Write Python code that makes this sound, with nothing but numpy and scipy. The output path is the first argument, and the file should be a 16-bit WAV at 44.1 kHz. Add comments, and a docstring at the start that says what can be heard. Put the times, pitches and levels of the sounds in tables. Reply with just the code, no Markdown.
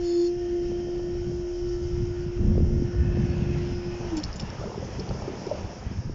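"""A level-crossing barrier rises. From the start its hydraulic pump hums on harmonics of the shaft's turning,
gusts rumble and slap on the microphone as coloured noise and pulses, and traffic drones and hisses.
Oil soon hisses through valve resonances; later vehicles pull past as swells of resonant noise.
At the top the pump runs down, while loose parts clatter as ringing bumps, the linkage ticks as struck
modes, and the hollow boom knocks as decaying notes."""
import sys
import numpy as np
from scipy import signal
from scipy.io import wavfile

SR = 44100
rng = np.random.default_rng(int(sys.argv[2]) if len(sys.argv) > 2 else 0)


def int16_out(signal):
    """Quantize to a 16-bit WAV file."""
    q = np.round(np.clip(np.atleast_2d(signal).T, -1, 1) * 32767)
    wavfile.write(sys.argv[1], SR, q.astype(np.int16))


N = 271038  # samples

# Shaft speed. Each row: time in seconds, speed in turns per second before the sag at the stall.
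SHAFT_SPEED = [(0, 70.3), (.07, 69.35), (.2, 69.3), (.37, 70.5), (.47, 69.95), (.62, 69.8), (.8, 70.2),
               (1.2, 70.3), (4, 70.42), (6.15, 70.42)]
# Pump load, heard as the pulse tone. Each row: time in seconds, level in dB.
PUMP_LOAD = [(0.0, -26.5), (0.06, -26), (0.13, -22.5), (0.2, -20), (0.27, -22.5), (0.37, -29.5),
             (0.52, -25.5), (0.8, -29), (1.2, -32), (1.55, -30), (2.5, -34), (3.6, -34.5), (4.05, -36),
             (4.11, -37), (4.135, -23.5), (4.152, -28), (4.165, -33), (4.178, -26), (4.205, -34),
             (4.215, -47), (4.23, -54), (4.27, -39.5)]
PULSES_PER_TURN = 5
# The shaft sags when the boom meets its stop.
STALL_S, STALL_WIDTH_S, SAG_TURNS_PER_S = 4.135, .021, 10.2
# Overtones of the labouring pump: shaft orders, and their levels in dB relative to the pulse tone at full sag.
STRAIN_ORDERS = [10, 15]
STRAIN_DB = [-17, -18]
# Order 10 of the whine fades steadily to a floor.
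TENTH_DB, TENTH_FADE_DB_PER_S, TENTH_LEAST_DB = -50.5, 9.5, -65.5
# Orders that swell and fade. Each row of levels: time in seconds, then the level of each order in dB.
SINGING_ORDERS = [9, 19, 20, 21, 26, 30, 44]
SINGING_LEVELS = [(0, -68, -78, -74.5, -75, -72, -73, -75), (.5, -61.5, -77, -75, -71, -70.5, -71.5, -72),
                  (.9, -59.5, -72.5, -70, -66, -66, -74, -76.5), (1.5, -57, -71, -75, -70.5, -73, -77, -78),
                  (1.8, -62.5, -63, -74, -65, -72.5, -70, -69),
                  (2.2, -59, -78, -61.5, -63, -68, -74.5, -71.5),
                  (2.5, -64, -74, -71, -69.5, -74, -70, -70.5), (3, -70, -73, -69, -57, -66, -68.5, -72),
                  (3.5, -73.5, -70, -66, -65, -69.5, -69, -73.5),
                  (3.9, -75, -74, -70, -59, -64.5, -65.5, -70), (4.2, -76, -73, -74, -64, -66, -66, -73)]
# The comb of steadier orders: shaft orders, and their levels in dB relative to the comb level.
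COMB_ORDERS = [11, 12, 25, 27, 31, 32, 34, 35, 36, 37, 39, 40, 41, 42, 43, 45, 46, 49, 54, 59, 65, 68, 69,
               70, 71, 72, 74, 75, 76, 77, 78, 79, 82, 83, 84, 85, 88, 93, 98]
COMB_DB = [1, -3, -2, -2, -5, -8, -7, -6, -5, -4, -4, -3, -4, -6, -3, -3, -5, -9, -10, -12, -9, -8, -5, -6,
           -6, -3, -1, 4, 3, -4, 0, 2, -5, 3, -5, -6, -5, -7, -5]
COMB_LEVEL_DB = -73
WHINE_END_S, WHINE_DIES_DB_PER_S = 4.12, 179

# Casing resonances. Each row: frequency in Hz, width in Hz, level in dB before the fade.
CASING_PEAKS = [(1813, 160, -65.5), (3110, 130, -66.5)]
CASING_FADES_S, CASING_FADE_DB_PER_S = 0.74, 8.5

# Wind on the microphone. Each row: time in seconds, rumble level in dB, then the levels of the deepest part
# and of the buffeting in dB relative to the rumble.
WIND_LEVELS = [(0.0, -42, 7, -4), (0.1, -47.5, -0.5, -8), (0.75, -38.5, 0, -4), (0.82, -39, -9, -3.5),
               (1.1, -41, 3.5, 1), (1.22, -36.5, 0.5, -8), (1.29, -41, 4, -2), (1.35, -33, -15, -5.5),
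               (1.49, -47, 10, -5.5), (1.92, -30, -9, -11.5), (2.35, -34.5, -6.5, -7),
               (2.43, -25, -2.5, -0.5), (2.79, -26.5, -4, -6), (2.82, -24, 0, -14), (2.91, -33.5, -12, 5),
               (2.99, -21.5, -31, -13.5), (3.17, -25.5, -19.5, -1.5), (4.25, -39.5, 0, -1),
               (5.02, -37, -27, -4.5), (5.58, -42, -9, 2.5), (5.65, -43.5, 0, -6.5), (5.7, -42.5, -16, -2),
               (6.01, -33, -27.5, -8.5), (6.04, -40.5, -12, 11.5), (6.15, -33.5, 6, -6)]
# Rumble spectrum before the deepest part is set apart. Each row: frequency in Hz, relative density in dB per Hz.
RUMBLE_SPECTRUM = [(15, -7), (30, 3.5), (45, -2.5), (65, -1), (110, 0.5), (160, -21.5), (300, -44.5)]
# Buffeting spectrum. Each row: frequency in Hz, relative density in dB per Hz.
BUFFET_SPECTRUM = [(80, -17), (140, 2), (220, 1.5), (330, -21.5), (500, -22), (800, -45), (1300, -53)]
# Single puffs and lulls. 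Each row: centre in seconds, lift in dB, negative for a lull.
PUFFS = [(.36, 5.5), (.72, 6), (.88, -1), (.97, 5), (1.27, 5.5), (1.34, 1), (1.5, -1), (1.86, 4), (2.1, 4),
         (2.15, -9), (2.28, 4), (2.33, -7), (2.579, 6), (2.92, -7.5), (3.82, -4), (3.98, -12), (4.43, 7),
         (4.47, -3), (4.62, 4.5), (4.83, 7.5), (5.0, 6), (5.1, 9), (5.65, 10), (5.891, 0), (6.0, 3),
         (6.03, -11)]
PUFF_S = 0.019  # half-width
GUSTINESS_DB, GUSTS_HZ = 1.5, 9.0  # quick random swells of the whole wind

# Traffic. Each row: time in seconds, then levels in dB of the engine drone's lower part, its upper part,
# the tyre roar's lower part and its upper part.
TRAFFIC_LEVELS = [(0.0, -48, -61, -62, -58.5), (0.31, -50, -66.5, -64, -61), (0.82, -46, -59, -67, -60.5),
                  (1.42, -52, -59, -62, -63), (2.21, -53, -57.5, -60, -61.5),
                  (2.69, -39.5, -66.5, -61, -63.5), (3.01, -52, -54, -57.5, -59),
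                  (3.39, -41.5, -49.5, -58, -53.5), (3.7, -49.5, -52.5, -58, -53.5),
                  (4.04, -57.5, -50, -55, -54), (4.45, -51, -49, -52.5, -54.5),
                  (4.86, -46, -49, -54.5, -55.5), (5.55, -45, -43.5, -56, -55),
                  (5.92, -51.5, -51, -56, -58.5), (6.15, -51, -64, -56, -64)]
# Engine drone spectrum before its halves are levelled. Each row: frequency in Hz, relative density in dB per Hz.
DRONE_SPECTRUM = [(200, 6.5), (350, 7), (550, -1), (750, -9.5), (1000, -12), (1400, -36.5), (2200, -36.5)]
# Tyre roar spectrum before its halves are levelled. Each row: frequency in Hz, relative density in dB per Hz.
ROAR_SPECTRUM = [(800, 5.5), (1100, 3), (1350, 2.5), (1600, 1.5), (1820, -1), (2050, -3.5), (2300, -4),
                 (2700, -3), (3100, -5), (3350, -7.5), (3700, -11.5), (4500, -12.5), (5500, -34)]
# High hiss. Each row: time in seconds, level in dB.
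HISS_LEVEL = [(0.0, -55.5), (1.25, -56.5), (1.66, -52.5), (2.55, -59.5), (3.24, -55.5), (3.31, -55.5),
              (3.55, -53), (3.72, -56.5), (3.9, -53.5), (4.3, -53), (4.6, -53), (5.44, -51.5), (6.15, -58)]
# Hiss spectrum. Each row: frequency in Hz, relative density in dB per Hz.
HISS_SPECTRUM = [(2600, -22), (3100, -12), (3700, -17.5), (4200, -16), (4700, -6), (5400, 2), (5900, -4.5),
                 (6200, -5), (6900, -8.5), (7300, -25.5), (7800, -39)]

# Resonances of the valve block. Each row: frequency in Hz, width in Hz, relative density in dB per Hz.
VALVE_PEAKS = [(3520, 250, -10), (4310, 60, 6), (4440, 90, 1), (4650, 250, -10), (5250, 220, -3),
               (4900, 1800, -12), (6680, 250, -6), (6980, 250, -5)]
VALVE_OPENS_S, VALVE_SHUTS_S, VALVE_DB = 0.059, 0.277, -45.5
VALVE_OPEN_DB_PER_S, VALVE_SHUT_DB_PER_S = 300, 900

# Gusts slapping the microphone port. Each row: start in seconds, peak in dB before the port dulls it,
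# time scale in seconds.
SLAPS = [(0.705, -30, 0.0052), (0.716, -30, 0.0013), (0.87, -35, 0.0012), (0.884, -29.5, 0.0014),
         (0.994, -30.5, 0.0012), (1.15, -33, .0013), (1.295, -28.5, 0.0039), (1.317, -30, 0.0016),
         (2.034, -23.5, 0.005), (2.262, -21.5, 0.0042), (2.393, -23, 0.0022), (2.47, -29.5, 0.0013),
         (2.553, -29.5, 0.0011), (2.5785, -15.5, 0.0016), (2.603, -25, 0.0015), (2.647, -32, 0.0016),
         (2.708, -31, 0.0015), (2.767, -25, 0.0017), (2.798, -22, 0.0022), (2.821, -15.5, 0.0025),
         (3.172, -23, 0.0015), (3.27, -33, 0.0014), (3.719, -26, 0.0029), (4.006, -30, 0.0029),
         (4.425, -21.5, 0.0046), (5.09, -27, 0.0029), (5.632, -30, 0.0087), (5.865, -23.5, 0.0069),
         (5.913, -23, 0.0034), (5.985, -23, 0.006), (6.052, -23.5, 0.0052), (6.095, -25, 0.002)]
SLAP_CUT_HZ = 1000

# Vehicles pulling past. Each row: nearest time in seconds, rise and fall to half height in seconds,
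# frequency in Hz, width in Hz, level at the nearest time in dB.
PASSING_PEAKS = [(3.05, 0.1, .25, 1760, 210, -53), (3.5, .1, .1, 1750, 100, -65.5),
                 (3.07, 0.1, 0.11, 2570, 120, -58.5), (3.35, 0.09, 0.18, 2600, 400, -54),
                 (3.55, .1, .1, 1950, 300, -55), (3.29, .02, 0.15, 4520, 200, -61.5),
                 (3.7, 0.055, 0.3, 5150, 500, -54), (4.05, 0.11, 0.22, 830, 620, -45.5),
                 (4.9, 0.081, 0.074, 2000, 90, -62), (3.94, .12, 0.11, 2550, 220, -56)]

# Loose clatter of the settling boom. Each row: time in seconds, level in dB.
CLATTER_LEVEL = [(3.85, -74), (4.0, -44), (4.2, -52), (4.5, -55), (4.63, -39), (4.95, -54), (5.1, -47),
                 (5.35, -52), (5.52, -50), (5.7, -55), (5.9, -64)]
CLATTERS_PER_S, CLATTER_LOW_HZ, CLATTER_HIGH_HZ, CLATTER_CYCLES = 260, 350, 1273, 12

# Linkage ticks. Each row: time of contact in seconds, then peaks in dB of the low, middle and top modes.
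TICKS = [(4.169, -41, -37, -34), (4.1716, -42, -33, -33), (4.177, -38, -39, -36), (4.1806, -41, -33, -44),
         (4.186, -47, -37, -42), (4.1915, -48, -37, -45), (4.1998, -55, -37, -57),
         (4.2344, -35.5, -36, -45), (4.2385, -43, -21, -35.5), (4.247, -51, -30, -54),
         (4.2528, -53, -45, -69), (4.265, -58, -45, -65), (4.283, -55, -48, -65), (4.307, -57, -45, -65),
         (4.3295, -51, -34, -70), (4.336, -52, -44, -59), (4.341, -49, -39, -59), (4.359, -58, -43, -38),
         (4.362, -58, -43, -39), (4.366, -56, -42, -39), (4.377, -58, -52, -46), (4.3973, -35, -33, -45),
         (4.4, -32, -29, -36), (4.4037, -40, -30, -50), (4.4113, -45, -32.5, -44), (4.422, -46, -42, -56),
         (4.4245, -47, -40, -65), (4.5022, -53, -35, -48), (4.997, -52, -32, -60), (5.0012, -59, -32, -58),
         (5.0912, -42, -36, -55), (5.467, -52, -36, -47), (5.497, -53, -37, -55)]
# Linkage modes in low, middle and top groups. 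Each row: frequency in Hz, relative level in dB,
# 60 dB decay time in seconds.
LINKAGE_MODES = [
    [(2370, -5, .03), (2640, -7, .04), (2910, 1.5, .04), (3450, 0, .03), (3770, -3, .03)],
    [(4200, -8, 0.037), (4535, 0, .055), (5043, -3.5, .05), (5210, 3, 0.06), (5470, 0.5, .06),
     (5800, -5.5, 0.045)],
    [(6100, -6, .04), (6360, -4.5, .035), (6570, -4, .03), (6920, 1, .035), (7080, 7, 0.05),
     (7400, -10, .025)],
]
CONTACT_S, RING_SHARE = 0.0013, 0.36  # half-length of a contact; share of the sound that rings on after it

# Knocks of the hollow boom. Each row: start in seconds, level of the note in dB, pitch in Hz,
# level of the bright clack in dB relative to the note.
KNOCKS = [(4.626, -41, 1340, -7), (4.637, -28.5, 607, -17), (4.668, -27, 440, -7), (4.743, -34.5, 920, -12),
          (4.774, -26.5, 383, -24), (4.824, -29, 540, -21), (4.862, -41, 615, -2), (4.884, -29.5, 375, -19),
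          (4.988, -27, 363, -18), (5.003, -31.5, 436, -16), (5.058, -31, 390, -10), (5.073, -35, 443, 1),
          (5.089, -28, 375, -15), (5.106, -29, 518, 3), (5.177, -39, 338, -10), (5.144, -32, 365, -12),
          (5.217, -31.5, 587, -10), (5.219, -33, 810, -9), (5.275, -23.5, 370, -12), (5.296, -30, 350, -13),
          (5.331, -36, 388, -7), (5.4655, -23, 406, -22), (5.511, -18.5, 596, -20), (5.526, -33, 480, -20),
          (5.544, -31, 584, -12), (5.642, -39, 766, -14)]
KNOCK_LASTS_S, RISE_CYCLES = 0.009, 1.8
SHUDDER_SHARE, SHUDDER_T60_S, CLACK_T60_S = 0.2, 0.2, .035

CUTOFF_HZ = 7600


def amp(db):
    """Definition of the decibel: 20 dB is a factor of ten in amplitude."""
    return 10 ** (np.asarray(db) / 20)


def rms_one(x):
    """Normalisation: division by the root mean square."""
    return x / np.sqrt(np.mean(x ** 2) + 1e-20)


def in_time(rows):
    """Linear interpolation: table columns become curves, one value a sample."""
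    s, *columns = np.transpose(rows)
    return [np.interp(np.arange(N) / SR, s, column) for column in columns]


def drift(rate_hz):
    """Slow random modulation: coarse noise through a double one-pole low-pass, with spread near 1."""
    pole = np.exp(-80 * np.pi * rate_hz / SR)  # one coarse step is 40 samples
    coarse = rng.standard_normal(N // 40 + 2002)
    slow = signal.lfilter([1], [1, -2 * pole, pole * pole], coarse)[2000:]
    return np.interp(np.arange(N) / 40, np.arange(len(slow)), rms_one(slow))


def coloured(spectrum, lumps_db, rate_hz, count):
    """Band synthesis: noise bands follow a spectrum, their levels wavering partly together; rms 1."""
    hz, density_db = np.transpose(spectrum)
    edges = np.geomspace(hz[0], hz[-1], count + 1)
    white = rng.standard_normal((2, N + 8000))  # neighbouring bands take different noise
    together = drift(rate_hz)
    out = 0
    for k, (low, high) in enumerate(zip(edges, edges[1:])):
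        band_pass = signal.butter(2, [low, high], "band", fs=SR, output="sos")
        band = signal.sosfilt(band_pass, white[k % 2])[8000:]
        level_db = np.interp(np.log(low * high) / 2, np.log(hz), density_db)
        lump_db = lumps_db * (0.69 * together + drift(rate_hz))
        out = out + amp(level_db + lump_db) * band
    return rms_one(out)


def halves(x, split_hz, low_db, high_db):
    """Spectral division: the parts below and above a frequency each take their own level."""
    low = signal.sosfilt(signal.butter(4, split_hz, "low", fs=SR, output="sos"), x)
    high = signal.sosfilt(signal.butter(4, split_hz, "high", fs=SR, output="sos"), x)
    return amp(low_db) * rms_one(low) + amp(high_db) * rms_one(high)


def ring(x, hz, t60_s):
    """Damped oscillator: a unit click sets a decaying sine of starting height 1 ringing."""
    radius = amp(-60 / (max(t60_s, .003) * SR))
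    angle = 2 * np.pi * hz / SR
    return signal.lfilter([0, np.sin(angle)], [1, -2 * radius * np.cos(angle), radius * radius], x)


def resonant(noise, hz, width_hz):
    """Resonance: damping sets the width of the peak, through which noise passes twice; rms 1."""
    t60_s = np.log(1000) / np.pi / width_hz
    return rms_one(ring(ring(noise, hz, t60_s), hz, t60_s))


def add(out, s, x):
    """Superposition: a short sound is summed in at a time in seconds."""
    i = round(s * SR)
    out[i:i + len(x)] += x[:N - i]


def pump():
    """Order synthesis: every tone is a multiple of one shaft angle, while levels waver independently."""
    t = np.arange(N) / SR
    sag = (1 + np.tanh((t - STALL_S) / STALL_WIDTH_S / 2)) / 2  # 0 to 1
    turn = 2 * np.pi * np.cumsum(in_time(SHAFT_SPEED)[0] - SAG_TURNS_PER_S * sag) / SR
    load_db = in_time(PUMP_LOAD)[0]
    running = t < PUMP_LOAD[-1][0]
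    out = amp(load_db + 1.0 * drift(7.2)) * np.sin(PULSES_PER_TURN * turn) * running
    for order, db in zip(STRAIN_ORDERS, STRAIN_DB):
        strain = amp(load_db + db + 2.0 * drift(20)) * np.sin(order * turn)
        out += strain * running * sag ** 3
    dying_db = -WHINE_DIES_DB_PER_S * np.maximum(t - WHINE_END_S, 0)
    tenth_db = np.maximum(TENTH_DB - TENTH_FADE_DB_PER_S * np.maximum(t - .5, 0), TENTH_LEAST_DB)
    out += amp(tenth_db + dying_db + 1.5 * drift(10)) * np.sin(10 * turn)
    for order, level_db in zip(SINGING_ORDERS, in_time(SINGING_LEVELS)):
        out += amp(level_db + dying_db + 2.0 * drift(4.6)) * np.sin(order * turn)
    for order, db in zip(COMB_ORDERS, COMB_DB):
        level_db = COMB_LEVEL_DB + dying_db + db + 3.0 * drift(2.5)
        out += amp(level_db) * np.sin(order * turn + rng.uniform(0, 2 * np.pi))
    return np.sqrt(2) * out  # levels in the tables are rms


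def casing():
    """Resonant filtering: broadband pump noise in the casing's resonances makes a breathy whine."""
    noise, t = rng.standard_normal(N), np.arange(N) / SR
    fade_db = -CASING_FADE_DB_PER_S * np.maximum(t - CASING_FADES_S, 0)
    out = 0
    for hz, width_hz, db in CASING_PEAKS:
        out = out + amp(db + fade_db + 2.5 * drift(2.3)) * resonant(noise, hz, width_hz)
    return out


def wind():
    """Turbulent pressure on the microphone port: a deep rumble and a brighter buffeting share the gusts."""
    rumble_db, deep_db, buffet_db = in_time(WIND_LEVELS)
    t = np.arange(N) / SR
    gust_db = GUSTINESS_DB * drift(GUSTS_HZ)
    for s, lift_db in PUFFS:
        gust_db = gust_db + lift_db * np.exp(-((t - s) / PUFF_S) ** 2)
    rumble = coloured(RUMBLE_SPECTRUM, lumps_db=0.2, rate_hz=55.0, count=8)
    rumble = halves(rumble, 46.7, deep_db, 0)
    buffet = coloured(BUFFET_SPECTRUM, lumps_db=2.0, rate_hz=12.0, count=8)
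    return amp(rumble_db + gust_db) * (rumble + amp(buffet_db) * buffet)


def street():
    """Incoherent summation: engines, tyres and a high hiss are separate bodies of coloured noise."""
    drone_db, drone_top_db, roar_db, roar_top_db = in_time(TRAFFIC_LEVELS)
    drone = coloured(DRONE_SPECTRUM, lumps_db=1.5, rate_hz=38.0, count=9)
    roar = coloured(ROAR_SPECTRUM, lumps_db=1.5, rate_hz=5.0, count=24)
    hiss = coloured(HISS_SPECTRUM, lumps_db=1.5, rate_hz=7.5, count=14)
    traffic = halves(drone, 700, drone_db, drone_top_db) + halves(roar, 2000, roar_db, roar_top_db)
    return traffic + amp(in_time(HISS_LEVEL)[0]) * hiss


def valve():
    """Turbulent jet noise: oil forced through the valve is heard in the resonances of its block."""
    jet, t = rng.standard_normal(N), np.arange(N) / SR
    out = 0
    for k, (hz, width_hz, db) in enumerate(VALVE_PEAKS):
        sign = (-1) ** k
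        out = out + sign * amp(db) * np.sqrt(width_hz) * resonant(jet, hz, width_hz)
    flow_db = VALVE_DB - VALVE_OPEN_DB_PER_S * np.maximum(VALVE_OPENS_S - t, 0)
    flow_db -= VALVE_SHUT_DB_PER_S * np.maximum(t - VALVE_SHUTS_S, 0)
    return amp(flow_db + 0.5 * drift(27)) * rms_one(out)


def slaps():
    """Time-bandwidth reciprocity: each slap is a damped push and pull; the shorter, the brighter."""
    out = np.zeros(N)
    signs = rng.choice([-1, 1], len(SLAPS))
    for (s, db, length_s), sign in zip(SLAPS, signs):
        u = np.arange(SR // 20) / SR / max(length_s, .0008)
        swing = u * np.exp(-u * 1.3) * np.sin(2 * np.pi * u / 1.66)
        add(out, s, sign * amp(db) * swing / np.abs(swing).max())
    # the port dulls the edge
    return signal.sosfilt(signal.butter(3, SLAP_CUT_HZ, fs=SR, output="sos"), out)


def passing():
    """Amplitude modulation by nearness: resonant noise swells and fades as each vehicle goes by."""
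    noise, t = rng.standard_normal(N), np.arange(N) / SR
    out = 0
    for s, rise_s, fall_s, hz, width_hz, db in PASSING_PEAKS:
        nearness = 1 / (1 + ((t - s) / np.where(t < s, rise_s, fall_s)) ** 2)
        out = out + nearness * amp(db + 0.75 * drift(7.3)) * resonant(noise, hz, width_hz)
    return out


def clatter():
    """Random impulse excitation: uneven bumps each ring a few cycles at one of twelve pitches."""
    t = np.arange(N) / SR
    sizes = amp(4.0 * np.minimum(rng.exponential(1, N), 2.5))
    bumps = sizes * (rng.random(N) < CLATTERS_PER_S / SR)
    pitch_of_bump = rng.integers(0, 12, N)
    out = 0
    for k, hz in enumerate(np.geomspace(CLATTER_LOW_HZ, CLATTER_HIGH_HZ, 12)):
        t60_s = CLATTER_CYCLES / hz
        struck = bumps * (pitch_of_bump == k) + 1e-18
        out = out + hz ** 0.5 * ring(ring(struck, hz, t60_s), hz, t60_s)
    return amp(in_time(CLATTER_LEVEL)[0]) * rms_one(out) * (t > CLATTER_LEVEL[0][0])


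def ticks():
    """Modal excitation: a short rounded contact strikes every mode unequally, and part of it rings on."""
    out, t = np.zeros(N), np.arange(SR // 6) / SR
    after = t - 3 * CONTACT_S  # time from the middle of the contact
    contact = np.exp(-(after / CONTACT_S) ** 2)
    struck = (1 + np.tanh(after / CONTACT_S)) / 2
    for s, *group_db in TICKS:
        for db, modes in zip(group_db, LINKAGE_MODES):
            x = 0
            for hz, mode_db, t60_s in modes:
                strength = amp(mode_db + rng.normal(0, 3.2))
                tone = np.sin(2 * np.pi * (hz * rng.normal(1, 0.0083) * t + rng.random()))
                decay = amp(-60 * np.maximum(after, 0) / t60_s)
                x = x + strength * tone * (contact + RING_SHARE * struck * decay)
            add(out, s - 3 * CONTACT_S, amp(db) * x / np.abs(x).max())
    return out


def knocks():
    """Impact on a hollow body: a soft blow rings a note, with a bright clack and a lingering shudder."""
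    out, t = np.zeros(N), np.arange(SR // 4) / SR
    bright = signal.butter(4, [700, 1300], "band", fs=SR, output="sos")
    for s, db, hz, bright_db in KNOCKS:
        rise = 1 - np.exp(-(t * hz / RISE_CYCLES) ** 2)
        swell = rise * np.exp(-(t / KNOCK_LASTS_S) ** 2)
        overtone = 0.3 * np.sin(2 * np.pi * 1.5 * hz * t) * np.exp(-t / 0.006)
        note = swell / swell.max() * (np.sin(2 * np.pi * hz * t) + overtone)
        shudder = resonant(rng.standard_normal(len(t)), hz, 300.0) * amp(-60 * t / SHUDDER_T60_S)
        clack = rms_one(signal.sosfilt(bright, rng.standard_normal(len(t))))
        clack = clack * amp(bright_db - 60 * t / CLACK_T60_S)
        add(out, s, amp(db) * (note + rise * (SHUDDER_SHARE * shudder + clack)))
    return out


def scene():
    """Linear superposition: all sources add at one microphone."""
    machine = pump() + casing() + valve()
    surroundings = wind() + street() + slaps() + passing()
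    boom = clatter() + ticks() + knocks()
    return (machine + surroundings + boom)[None]


def record(dry):
    """Saturation and band limiting: strong peaks are rounded, then the top is rolled off and cut."""
    rounded = .45 * np.tanh(dry / .45)
    soft = signal.sosfilt(signal.butter(8, 7100, fs=SR, output="sos"), rounded)
    return signal.sosfilt(signal.ellip(8, .5, 40, CUTOFF_HZ, fs=SR, output="sos"), soft)


dry = scene()
out = record(dry)
int16_out(out)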